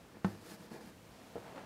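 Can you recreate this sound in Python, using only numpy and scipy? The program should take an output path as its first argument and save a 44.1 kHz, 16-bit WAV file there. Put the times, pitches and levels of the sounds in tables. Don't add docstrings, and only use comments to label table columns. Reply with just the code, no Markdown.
import sys
import numpy as np
from scipy import signal
from scipy.fft import rfft, irfft
from scipy.io import wavfile
from scipy.ndimage import uniform_filter1d

SR = 44100
rng = np.random.default_rng(int(sys.argv[2]) if len(sys.argv) > 2 else 0)


def dump(signal):
    limited = np.clip(np.atleast_2d(signal).T, -1, 1)
    pcm = np.round(limited * 32767).astype(np.int16)
    wavfile.write(sys.argv[1], SR, pcm)


def elevation(decibels):
    levels = np.asarray(decibels, float)
    return 10 ** (levels / 20)


N = 72765


def level(x, db):
    return x * elevation(db) / np.sqrt(np.mean(x ** 2))


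def cut(x, hz, kind, order=2):
    return signal.sosfilt(signal.butter(order, hz, kind, fs=SR, output="sos"), x)


def colour(x, table):
    f = np.fft.rfftfreq(N, 1 / SR) + 1
    hz, db = np.array(table).T
    gain = elevation(np.interp(np.log(f), np.log(hz), db, left=-70))
    return level(irfft(rfft(x) * gain, N), 0)


def ring(x, modes, mixed_above_hz=20000):
    out = 0
    for k, (hz, db, t60) in enumerate(modes):
        pole = np.exp(2j * np.pi * hz / SR - np.log(1000) / (t60 * SR))
        sign = -(-1) ** (k * (hz > mixed_above_hz))
        out = out + sign * elevation(db) * signal.lfilter([1], [1, -pole], x).imag
    return out


def grains(per_s, scatter_db):
    biggest_db = 10
    chance, side, size = rng.random((3, N))
    size_db = np.minimum(-scatter_db * np.log(1 - size), biggest_db)
    return (chance < per_s / SR) * np.sign(side - .5) * elevation(size_db)


def walk(rate):
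    k = int(SR / rate)
    steps = np.repeat(rng.standard_normal(N // k + 1), k)
    return level(uniform_filter1d(uniform_filter1d(steps, k), k)[:N], 0)


def pushes(hits):
    t, out = np.arange(N) / SR, np.zeros(N)
    for start, db, contact_ms in hits:
        u = np.maximum(t - start, 0) * 8000 / contact_ms
        push = u ** 2 * np.exp(-u)
        out += elevation(db) * push / push.sum()
    return out


def swell(start, top, end):
    range_db = 16.5
    u = np.interp(np.arange(N) / SR, [start, top, end], [0, 1, 0])
    return elevation(-range_db * (1 - u) ** 2) * np.minimum(u * 8, 1)


def hush():
    # f/Hz, level/dB [per Hz]
    air_spectrum = [(28, -19), (50, -5.5), (190, -0.5), (420, -5), (900, -11.5), (2240, -17.5),
                    (5030, -23.5), (15700, -33.5)]
    hush_db, flicker_db = -58, .6
    whine_hz, whine_db, whine_flicker_db = 13754, -88.5, 2
    air = rfft(colour(rng.standard_normal(N), air_spectrum))
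    octave = np.log2((np.fft.rfftfreq(N, 1 / SR) + 1) / 20)
    bands = 0
    for k in range(11):
        band = irfft(air * np.clip(1 - abs(octave - k), 0, 1), N)
        bands = bands + band * elevation(flicker_db * walk(7.9))
    tone = np.sqrt(2) * np.sin(2 * np.pi * whine_hz * np.arange(N) / SR)
    return level(bands, hush_db) + elevation(whine_db + whine_flicker_db * walk(27)) * tone


def strokes():
    # start t/s, fastest t/s, end t/s, hiss level/dB, board rumble level/dB
    gestures = [
        (0.237, 0.265, 0.44, -61, -53.5),
        (0.399, 0.53, 0.569, -56, -50.5),
        (0.555, 0.618, 0.706, -62.5, -53.5),
        (0.694, 0.736, 0.82, -60.5, -47.5),
        (0.803, 0.815, .865, -63, -54),
        (0.825, 0.885, .92, -62, -54.5),
        (0.122, .155, 0.19, -82, -55),
    ]
    # f/Hz, level/dB [per Hz]
    chalk = [(710, -21), (1200, -2), (1730, -2.5), (1860, -4.5), (3180, -8), (4880, -4.5), (6110, -9.5),
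             (11700, -11), (15500, -17.5)]
    # f/Hz, level/dB, t60/s
    rubbed = [(221.4, -1, 0.078), (352, 3.5, 0.023), (474, -0.5, 0.031), (646, -4, 0.029),
              (830, -1.5, 0.016), (1030, -10, 0.019), (1354, -7, 0.01), (1662, -8, 0.025),
              (2326, -22, 0.09)]
    # t/s, level/dB, contact/ms
    touches = [
        (0.17, -48.5, 0.35),
        (.596, -53, 2.6),
        (.606, -36, 6.5),
        (.7625, -44, 0.92),
    ]
    # t/s, level/dB, contact/ms, lowest ringing f/Hz
    landings = [
        (.7165, -44, 1.6, 330),
        (.729, -48, 1.6, 330),
        (.8095, -46, .45, 650),
        (.8135, -49, .45, 650),
    ]
    grit_per_s, grit_scatter_db = 8600, -1.5
    slips_per_s, slip_scatter_db = 2200, 0.5
    air_hz, fast_db, air_slope = 6370, -58, 1.38
    rub_low_hz = 144
    hiss, air, load = np.zeros((3, N))
    for start, top, end, hiss_db, board_db in gestures:
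        speed = swell(start, top, end)
        hiss = hiss + elevation(hiss_db) * speed
        load = load + elevation(board_db) * speed
        air = air + elevation(fast_db + air_slope * (hiss_db - fast_db)) * speed
    grit = colour(grains(grit_per_s, grit_scatter_db), chalk)
    slips = grains(slips_per_s, slip_scatter_db)
    board = ring(slips * load, rubbed) / np.std(ring(slips, rubbed))
    board = board + ring(pushes(touches), rubbed)
    for start, db, contact_ms, low_hz in landings:
        board = board + cut(ring(pushes([(start, db, contact_ms)]), rubbed), low_hz, "high")
    low = cut(grit, air_hz, "low", order=1)
    return hiss * low + air * (grit - low) + cut(board, rub_low_hz, "high")


def taps():
    # t/s, level/dB, contact/ms
    strikes = [
        (.2461, -21, 0.95),
    ]
    # f/Hz, level/dB, t60/s
    board = [(102.7, -17, 0.36), (187.3, 1, 0.078), (232, -41, 0.17), (360, -15.5, 0.13),
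             (486, -19.5, 0.061), (638, -21, 0.092), (855, -1.5, 0.019), (1090, -5, 0.024),
             (1290, -10, 0.06), (1550, -5.5, 0.045), (1802, -16, 0.11), (2520, -30, 0.042),
             (3300, -27, .03), (4770, -28, .03)]
    click_db, ring_lag_ms = 3, 0.68
    crack_db, crack_t60_s, crack_low_hz, crack_top_hz = -25, 0.039, 3500, 8000
    rattle_db, rattle_t60_s, rattle_low_hz, rattle_top_hz = -16, 0.063, 540, 3000
    shudder_db, shudder_t60_s, shudder_low_hz, shudder_top_hz = -2.5, 0.62, 100, 246
    force = pushes(strikes)

    def fade(t60):
        return signal.lfilter([1], [1, -np.exp(-np.log(1000) / (t60 * SR))], force)

    def band(low_hz, top_hz):
        return cut(cut(rng.standard_normal(N), top_hz, "low"), low_hz, "high", order=1)

    late = pushes([(start + ring_lag_ms / 1000, db, contact_ms) for start, db, contact_ms in strikes])
    crack = elevation(crack_db) * fade(crack_t60_s) * band(crack_low_hz, crack_top_hz)
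    rattle = elevation(rattle_db) * fade(rattle_t60_s) * band(rattle_low_hz, rattle_top_hz)
    wall = cut(band(shudder_low_hz, shudder_top_hz), shudder_low_hz, "high")
    onset = uniform_filter1d(fade(shudder_t60_s), size=801, origin=400)
    shudder = elevation(shudder_db) * onset * wall
    click = elevation(click_db) * 15 * force
    return ring(late, board, mixed_above_hz=400) + click + rattle + shudder + crack


def writer():
    # start t/s, peak t/s, end t/s, level/dB, upper band edge f/Hz
    sleeve = (0.87, 1.27, 2, -68.5, 4489)
    # t/s, level/dB
    scuffing = [(.9, -86), (1.05, -73), (1.18, -61), (1.3, -63), (1.4, -57), (1.48, -53), (1.53, -52),
                (1.575, -46.5), (1.62, -53.5), (1.65, -52)]
    # f/Hz, level/dB [per Hz]
    scuff_spectrum = [(70, -19), (150, -11.5), (210, -1), (320, -12.5), (620, -7.5), (1400, -17),
                      (3000, -26), (15000, -53)]
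    # t/s, level/dB, contact/ms
    heel = [
        (1.3563, -38.5, 1.1),
        (1.3608, -44, 1.23),
        (1.3650, -40.5, 1.05),
        (1.3685, -45, 0.65),
        (1.380, -48.5, 0.71),
        (1.390, -49.5, 2.2),
    ]
    # t/s, level/dB, contact/ms
    catches = [
        (1.53, -56, .8),
        (1.565, -54, .5),
        (1.582, -54.5, 1),
        (1.607, -57.5, .35),
        (1.643, -59, .4),
    ]
    # f/Hz, level/dB, t60/s
    floor = [(116.7, -18, 0.87), (186.4, -11.5, 0.36), (348, -15, 0.026), (472, 2, 0.041),
             (526, -4.5, 0.037), (603, -1.5, 0.044), (680, -3.5, 0.039), (755, 0.5, 0.054),
             (1010, -9, 0.026), (1300, -6.5, 0.043), (1640, -9, 0.042)]
    scuff_per_s, scatter_db, flutter_db = 2500, 3.5, 1.5
    t, db = np.array(scuffing).T
    effort = np.interp(np.arange(N) / SR, t, db) + flutter_db * walk(39.8)
    scuff = elevation(effort) * colour(grains(scuff_per_s, scatter_db), scuff_spectrum)
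    start, top, end, sleeve_db, hz = sleeve
    swish = cut(cut(rng.standard_normal(N), hz, "low", order=1), hz / 2, "high", order=1)
    swish = swell(start, top, end) * level(swish, sleeve_db)
    return ring(pushes(heel + catches), floor) + scuff + swish


def room(near):
    t60_s, delay_s, low_hz, top_hz = 0.25, 0.0042, 254, 2400
    t = np.arange(SR // 2) / SR
    tail = rng.standard_normal(len(t)) * elevation(-60 * t / t60_s) * (t > delay_s)
    tail = cut(cut(tail, top_hz, "low", order=1), low_hz, "high", order=1)
    return signal.fftconvolve(near, tail / np.sqrt(np.sum(tail ** 2)))[:N]


def scene():
    radiate_hz, room_db = 92, -17
    near = cut(strokes() + taps() + writer(), radiate_hz, "high")
    return (near + elevation(room_db) * room(near) + hush())[None]


def roll_off(x):
    return signal.sosfilt(signal.butter(12, 15750, fs=SR, output="sos"), x)


def record(dry):
    top_hz = 15780
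    top = signal.ellip(12, .3, 60, top_hz, fs=SR, output="sos")
    return roll_off(signal.sosfilt(top, dry))


dry = scene()
out = record(dry)
dump(out)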